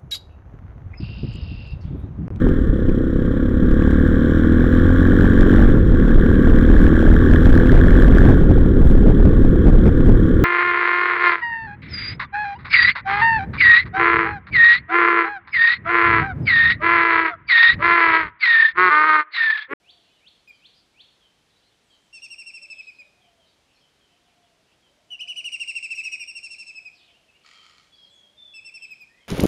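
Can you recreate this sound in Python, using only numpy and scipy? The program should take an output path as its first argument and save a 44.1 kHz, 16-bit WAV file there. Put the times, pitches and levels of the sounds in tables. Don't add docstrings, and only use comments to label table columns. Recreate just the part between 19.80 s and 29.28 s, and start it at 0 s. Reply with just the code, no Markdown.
import sys
import numpy as np
from scipy import signal
from scipy.fft import rfft, irfft, next_fast_len
from scipy.io import wavfile

SR = 44100
rng = np.random.default_rng(int(sys.argv[2]) if len(sys.argv) > 2 else 0)


def generate_wav(signal):
    frames = np.transpose(np.atleast_2d(signal))
    scaled = np.clip(frames, -1, 1) * 32767
    pcm = np.round(scaled).astype(np.int16)
    wavfile.write(sys.argv[1], SR, pcm)


N = 418068

# f/Hz, level/dB
HISS_COLOUR = [(15, -43), (25, -10.5), (50, 0), (190, -1), (330, -2), (700, -4.5), (1270, -8.5), (2100, -8),
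               (3200, -7.5), (5100, -12), (9800, -21), (11800, -24), (12800, -34), (15400, -33)]
# f/Hz, level/dB
ECHO_COLOUR = [(500, 6), (2700, 3), (5500, 4), (8200, 4.5), (14000, -19)]
# t/s, length/s, first f/Hz, level/dB
HOOTS = [(0, 0.24, 690, -76), (3.266, .37, 750, -70), (4.297, .48, 690, -73.5), (5.181, .43, 700, -71),
         (6.946, 0.52, 700, -78.5)]
# t/s, length/s, level/dB
COOS = [(2.773, 0.15, -70), (3.188, 0.053, -65.5), (5.069, .12, -70), (8.203, 0.46, -75)]
# t/s, length/s, centre f/Hz, level/dB
TWITTERS = [(0.186, 0.19, 3020, -72.5), (0.914, 0.08, 4550, -69), (1.664, 0.19, 3740, -75),
            (2.012, 0.31, 7270, -84.5), (2.927, 0.13, 3590, -69.5), (7.184, 0.11, 3220, -67),
            (8.12, 0.16, 4250, -71.5), (8.29, 0.089, 6950, -77.5)]
# t/s at the top, top f/Hz, level/dB
WHIPS = [(0.109, 4530, -49), (0.484, 4360, -50), (.865, 4340, -50), (1.216, 4380, -48)]
# t/s, level/dB
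CHIPS = [(0.713, -65), (1.414, -65), (2.095, -62.5), (3.41, -66.5), (3.59, -67), (4.0, -66.5),
         (4.199, -68.5), (5.02, -67.5), (7.27, -65), (8.99, -63.5), (9.394, -66.5)]
# t/s, length/s, first f/Hz, last f/Hz, level/dB
SLIDES = [(7.137, 0.084, 5600, 3020, -63.5), (7.334, 0.046, 2670, 2970, -62),
          (7.479, 0.034, 2730, 2500, -60), (7.542, 0.039, 2700, 3010, -61), (8.871, 0.015, 1770, 2570, -61),
          (9.286, 0.16, 1784, 2250, -67)]
# t/s, length/s, middle f/Hz, level/dB
THIN_WHISTLES = [(7.726, 0.133, 3157, -58), (8.108, 0.18, 3303, -55.5), (8.292, 0.189, 3350, -59),
                 (8.559, 0.19, 3497, -51.5)]
# f/Hz, width/Hz, level/dB
RASP_THROAT = [(1290, 97, 0.5), (1900, 81, -3.5), (2250, 330, -4.5), (3220, 250, -3.5), (4300, 420, -5),
               (5400, 900, -13), (6900, 850, -15)]

# t/s, length/s, top f/Hz, level/dB
LEAD_NOTES = [(5.303, 0.058, 3015, -34), (5.391, 0.051, 3086, -31), (5.473, .058, 3035, -31),
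              (5.557, 0.059, 3016, -30.5), (5.639, 0.056, 2958, -29), (5.716, 0.051, 2907, -28.5),
              (5.795, 0.048, 2860, -28), (5.873, 0.047, 2830, -28), (5.95, .043, 2798, -27.5),
              (6.024, .044, 2745, -28), (6.102, .04, 2728, -27), (6.175, .041, 2686, -26.5),
              (6.249, .04, 2636, -28), (6.32, 0.042, 2568, -30.5), (6.396, .045, 2510, -35)]
# t/s, length/s, top f/Hz, level/dB
MATE_NOTES = [(.674, 0.04, 2480, -46), (2.327, 0.064, 2763, -44), (2.418, 0.053, 2800, -41.5),
              (2.502, 0.048, 2805, -40.5), (2.579, 0.05, 2770, -40.5), (2.659, .052, 2755, -40.5),
              (2.735, 0.051, 2735, -40.5), (2.815, .047, 2702, -42), (2.899, 0.038, 2660, -36.5),
              (2.98, 0.036, 2604, -39), (3.068, 0.039, 2560, -41), (3.185, 0.039, 2516, -43),
              (6.144, .045, 2830, -42), (6.234, 0.04, 2857, -37.5), (6.315, 0.044, 2840, -37.5),
              (6.393, 0.051, 2820, -38), (6.473, .046, 2803, -38.5), (6.55, 0.046, 2772, -37),
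              (6.628, 0.05, 2762, -38), (6.701, 0.054, 2746, -39), (6.781, .054, 2740, -39.5),
              (6.863, 0.051, 2685, -39), (6.951, 0.045, 2627, -38.5), (7.049, 0.041, 2554, -39.5),
              (8.737, 0.063, 2672, -41), (8.845, 0.057, 2704, -42), (8.937, 0.046, 2715, -41),
              (9.019, 0.04, 2672, -38), (9.104, 0.037, 2575, -40), (9.203, 0.039, 2514, -44.5)]
# full-voice level/dB, relaxed-voice level/dB
LEAD_OVERTONES = [(-14.5, -23.5), (-16, -31), (-35.5, -41), (-47, -59), (-50, -63)]
MATE_OVERTONES = [(-2, -14.5), (-10.5, -26.5), (-26, -57), (-53, -37), (-56, -39)]
# start level/dB, peak/share of note, end level/dB
LEAD_SWELL = [(-10.5, 0.54, -12.5), (-17, 0.41, -21.5)]
MATE_SWELL = [(-5, 0.8, -3), (-15.5, 0.38, -19.5)]
# top f/Hz, sag/share of pitch
LEAD_SAG = [(2560, 0.038), (2880, 0.121)]
MATE_SAG = [(2660, .035), (2850, 0.0835)]
# start t/s, end t/s, cycles per flutter, flutter depth/0-1, grit/0-1
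HOARSE_SPELLS = [(2.348, 2.393, 3, 0.26, 0), (2.44, 2.474, 3, 0.28, 0.03), (2.59, 2.95, 2, 0.05, 0),
                 (5.39, 5.93, 2, 0.06, 0.08), (5.93, 6.37, 2, 0.08, 0.07), (6.57, 6.92, 2, 0.09, 0.09)]
# t/s, level/dB
HEAD_TURNS = [(.7, 9), (3, -7), (5.7, 3), (7, -7), (9, 11)]


def from_db(db):
    return 10 ** (np.asarray(db) / 20)


def add(track, s, sound):
    at = max(round(s * SR), 0)
    track[at:at + len(sound)] += sound[:max(N - at, 0)]


def waver(size, per_s):
    steps = np.arange(size) * per_s / SR
    return np.interp(steps, np.arange(400), rng.standard_normal(400))


def fade(t, edge_s):
    from_edge_s = np.minimum(t - t[0], t[-1] - t)
    return np.sin(np.pi / 2 * np.clip(from_edge_s / edge_s, 0, 1)) ** 2


def coloured(x, spectrum):
    hz, db = np.transpose(spectrum)
    size = next_fast_len(len(x))
    bin_hz = np.maximum(np.arange(size // 2 + 1) * SR / size, 1)
    gain = from_db(np.interp(np.log(bin_hz), np.log(hz), db))
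    return irfft(rfft(x, size) * gain, size)[:len(x)]


def tone(hz, db):
    return np.sqrt(2) * from_db(db) * np.sin(2 * np.pi * np.cumsum(hz) / SR)


def whistles(calls, edge_s, jitter):
    out = np.zeros(N)
    for s, length, first_hz, middle_hz, last_hz, db in calls:
        t = np.arange(int(length * SR)) / SR
        bend = np.polyfit([0, .5, 1], [first_hz, middle_hz, last_hz], 2)
        hz = np.polyval(bend, t / length) * (1 + jitter * waver(len(t), 149.3))
        add(out, s, tone(hz, db) * fade(t, min(edge_s, length / 2)))
    return out


def background_hiss(db=-65.5):
    noise = coloured(rng.standard_normal(N), HISS_COLOUR)
    return from_db(db) * noise / np.sqrt(np.mean(noise ** 2))


def tree_echo(x, trunk_db, trunk_s, leaf_db, leaf_s):
    t = np.arange(int(1.2 * SR)) / SR
    bounces = rng.standard_normal(len(t)) * (rng.random(len(t)) < 1500 / SR)
    trunks = bounces * from_db(-60 * t / trunk_s) * (t > .005)
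    leaves = rng.standard_normal(len(t)) * from_db(-60 * t / leaf_s) * np.clip(t / 0.026, 0, 1)
    echo = from_db(trunk_db) * trunks / np.linalg.norm(trunks)
    echo += from_db(leaf_db) * leaves / np.linalg.norm(leaves)
    return x + signal.fftconvolve(x, coloured(echo, ECHO_COLOUR))[:N]


def hoots_and_coos():
    hoots = [(s, length, hz, 712, 630, db) for s, length, hz, db in HOOTS]
    coos = [(s, length, 540, 596, 621, db) for s, length, db in COOS]
    return whistles(hoots + coos, edge_s=0.013, jitter=0.022)


def twitters(per_s=70, spread=.1, sweep=0.133, slide_s=.03, chatter_db=-76):
    chatter = [(s, .06, hz, chatter_db) for s, hz in rng.uniform([0, 2500], [N / SR, 4600], (45, 2))]
    calls = []
    for s, length, hz, db in TWITTERS + chatter:
        for at in np.arange(s, s + length, 1 / per_s):
            offset, slope, loudness = np.clip(rng.standard_normal(3), -2, 2)
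            middle, glide = hz * np.exp(spread * offset), np.exp(sweep * slope)
            calls.append((at, slide_s, middle * glide, middle, middle / glide, db + 2 * loudness))
    return whistles(calls, edge_s=0.01, jitter=0.0214)


def whips(climb_s=.08, flick_s=0.012, hold_s=0.0084, swell_db_per_s=230, throat_hz=3450):
    out = np.zeros(N)
    t = np.arange(-climb_s, hold_s, 1 / SR)
    rising = np.minimum(t, 0)
    share_of_top = .66 + 2.1 * rising + .34 * np.exp(rising / flick_s)
    for s, top_hz, db in WHIPS:
        hz = top_hz * share_of_top
        throat_db = 7.5 * np.exp(-((hz - throat_hz) / 450) ** 2)
        add(out, s + t[0], tone(hz, db + swell_db_per_s * rising + throat_db) * fade(t, .005))
    return out


def far_calls():
    chips = [(s, 0.071, 3350, 3125, 3010, db) for s, db in CHIPS]
    slides = [(s, length, first, np.sqrt(first * last), last, db) for s, length, first, last, db in SLIDES]
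    thin = [(s, length, hz * 1.022, hz, hz * 0.96, db) for s, length, hz, db in THIN_WHISTLES]
    short_calls = whistles(chips + slides, edge_s=0.013, jitter=0.0072)
    return short_calls + whistles(thin, edge_s=0.033, jitter=0.0068)


def rasp(start_s=7.625, length_s=0.491, db=-52.5, fall_db_per_s=21.5, puffs_per_s=88, puff_s=0.0028):
    timing, strength = rng.standard_normal((60, 2)).T
    times = start_s + np.cumsum(np.clip(1 + 0.23 * timing, .3, 2)) / puffs_per_s
    pulses = np.zeros(N)
    pulses[(times * SR).astype(int)] = from_db(4.0 * strength)
    puffs = signal.lfilter([1], [1, -np.exp(-1 / (puff_s * SR))], pulses + 1e-18)
    breath = (0.41 + puffs) * rng.standard_normal(N)
    out = np.zeros(N)
    for k, (hz, width_hz, ring_db) in enumerate(RASP_THROAT):
        ring = signal.lfilter(*signal.iirpeak(hz, hz / width_hz, fs=SR), breath)
        out += (-1) ** k * from_db(ring_db) * ring
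    out = signal.sosfilt(signal.butter(2, 9000, fs=SR, output="sos"), out)
    t = np.clip(np.arange(N) / SR - start_s, 0, length_s)
    gate = fade(t, edge_s=0.043)
    return out / np.std(out[gate > 0]) * from_db(db - fall_db_per_s * t) * gate


def swell(u, start_db, peak_at, end_db):
    rise = start_db * (1 - u / peak_at) ** 2
    fall = end_db * ((u - peak_at) / (1 - peak_at)) ** 2
    return np.where(u < peak_at, rise, fall)


def progress(notes, pause_s=.5):
    starts = np.array(notes)[:, 0]
    trills = np.split(starts, np.flatnonzero(np.diff(starts) > pause_s) + 1)
    return np.concatenate([np.linspace(0, 1, len(trill)) for trill in trills])


def hoarseness(scene_t, phase):
    size = len(scene_t)
    flutter = np.zeros(size)
    for start, end, cycles, depth, grit in HOARSE_SPELLS:
        gate = np.clip(np.minimum(scene_t - start, end - scene_t) / 0.004, 0, 1)
        beat = np.cos(phase / cycles + 4 * grit * waver(size, 900))
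        roughness = waver(size, 3000) + waver(size, 700)
        flutter += 2 * gate * (depth * beat + grit * roughness)
    return flutter


def babbler_note(row, sag, drop, relaxed, harmonics, swells, jitter, rise_s):
    s, length, top_hz, db = row
    t = np.arange(int(length * SR)) / SR
    u = t / t[-1]
    scoop = 1 - 0.216 * np.clip(1 - (t / max(rise_s, 1e-6)) ** 2, 0, 1)
    sagging = 1 - sag * u ** 1.7
    slide = scoop * (sagging - drop * u ** 12)
    crack = 0.77 * rise_s * np.exp(-((t - rise_s) / .002) ** 2)
    hz = top_hz * slide * (1 + crack + jitter * waver(len(t), 881.0))
    phase = 2 * np.pi * np.cumsum(hz) / SR
    base_db, overtone_db = (swell(u, *shape) for shape in swells)
    slack_db = 39 * (1 - slide / sagging)
    base = from_db(db + base_db - slack_db / 2) * np.sin(phase)
    levels = np.array([db + full_db + relaxed * (soft_db - full_db) for full_db, soft_db in harmonics])
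    levels[-2:] += np.interp(s, *np.transpose(HEAD_TURNS))
    overtones = sum(from_db(level + overtone_db - (k - 3) * slack_db) * np.sin(k * phase)
                    for k, level in enumerate(levels, 2))
    flutter = hoarseness(s + t, phase)
    throat = signal.butter(4, 3300, "high", fs=SR, output="sos")
    harshness = signal.sosfilt(throat, .3 * base * flutter)
    return np.sqrt(2) * (base + harshness + overtones * (1 + flutter)) * fade(t, edge_s=0.0035)


def mate_babbler(end_drop=0.097, middle_drop=0.19, full_hz=2878, relaxed_hz=2540):
    out = np.zeros(N)
    for row, along in zip(MATE_NOTES, progress(MATE_NOTES)):
        s, _, hz, _ = row
        sag = np.interp(hz, *np.transpose(MATE_SAG))
        drop = end_drop + (middle_drop - end_drop) * np.sin(np.pi * along)
        relaxed = np.clip((full_hz - hz) / (full_hz - relaxed_hz), 0, 1) ** 2
        note = babbler_note(row, sag, drop, relaxed, MATE_OVERTONES, MATE_SWELL, jitter=0.0063, rise_s=0)
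        add(out, s, note)
    return out


def lead_babbler(full_drop=0.27, slow_rise_s=0.031, quick_rise_s=0.00427, jitter=0.0095):
    out = np.zeros(N)
    for row, along in zip(LEAD_NOTES, progress(LEAD_NOTES)):
        s, _, hz, _ = row
        sag = np.interp(hz, *np.transpose(LEAD_SAG))
        drop = full_drop * (1 - np.exp(-along / 0.17))
        relaxed = 1 - np.sin(np.pi * along)
        rise_s = quick_rise_s + (slow_rise_s - quick_rise_s) * np.exp(-along / 0.148)
        rise_s *= along > 0
        add(out, s, babbler_note(row, sag, drop, relaxed, LEAD_OVERTONES, LEAD_SWELL, jitter, rise_s))
    return out


def scene():
    duet = lead_babbler() + mate_babbler()
    near = tree_echo(duet, trunk_db=-12.5, trunk_s=0.054, leaf_db=-13, leaf_s=0.68)
    calling = tree_echo(far_calls(), trunk_db=-6, trunk_s=0.18, leaf_db=-7, leaf_s=1.0)
    twittering = tree_echo(twitters(), trunk_db=-0.5, trunk_s=0.091, leaf_db=-7.5, leaf_s=0.53)
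    whipping = tree_echo(whips(), trunk_db=-8, trunk_s=0.14, leaf_db=-7, leaf_s=0.71)
    hooting = tree_echo(hoots_and_coos(), trunk_db=-1.5, trunk_s=0.39, leaf_db=-8, leaf_s=1.0)
    rasping = tree_echo(rasp(), trunk_db=-16, trunk_s=0.097, leaf_db=-14, leaf_s=1.0)
    far = from_db(-0.5) * (calling + twittering) + from_db(-4.5) * whipping + from_db(-5) * hooting
    return (background_hiss() + far + rasping + near)[None]


def record(dry):
    return signal.sosfilt(signal.ellip(10, .1, 80, 15500, fs=SR, output="sos"), dry)


dry = scene()
out = record(dry)
generate_wav(out)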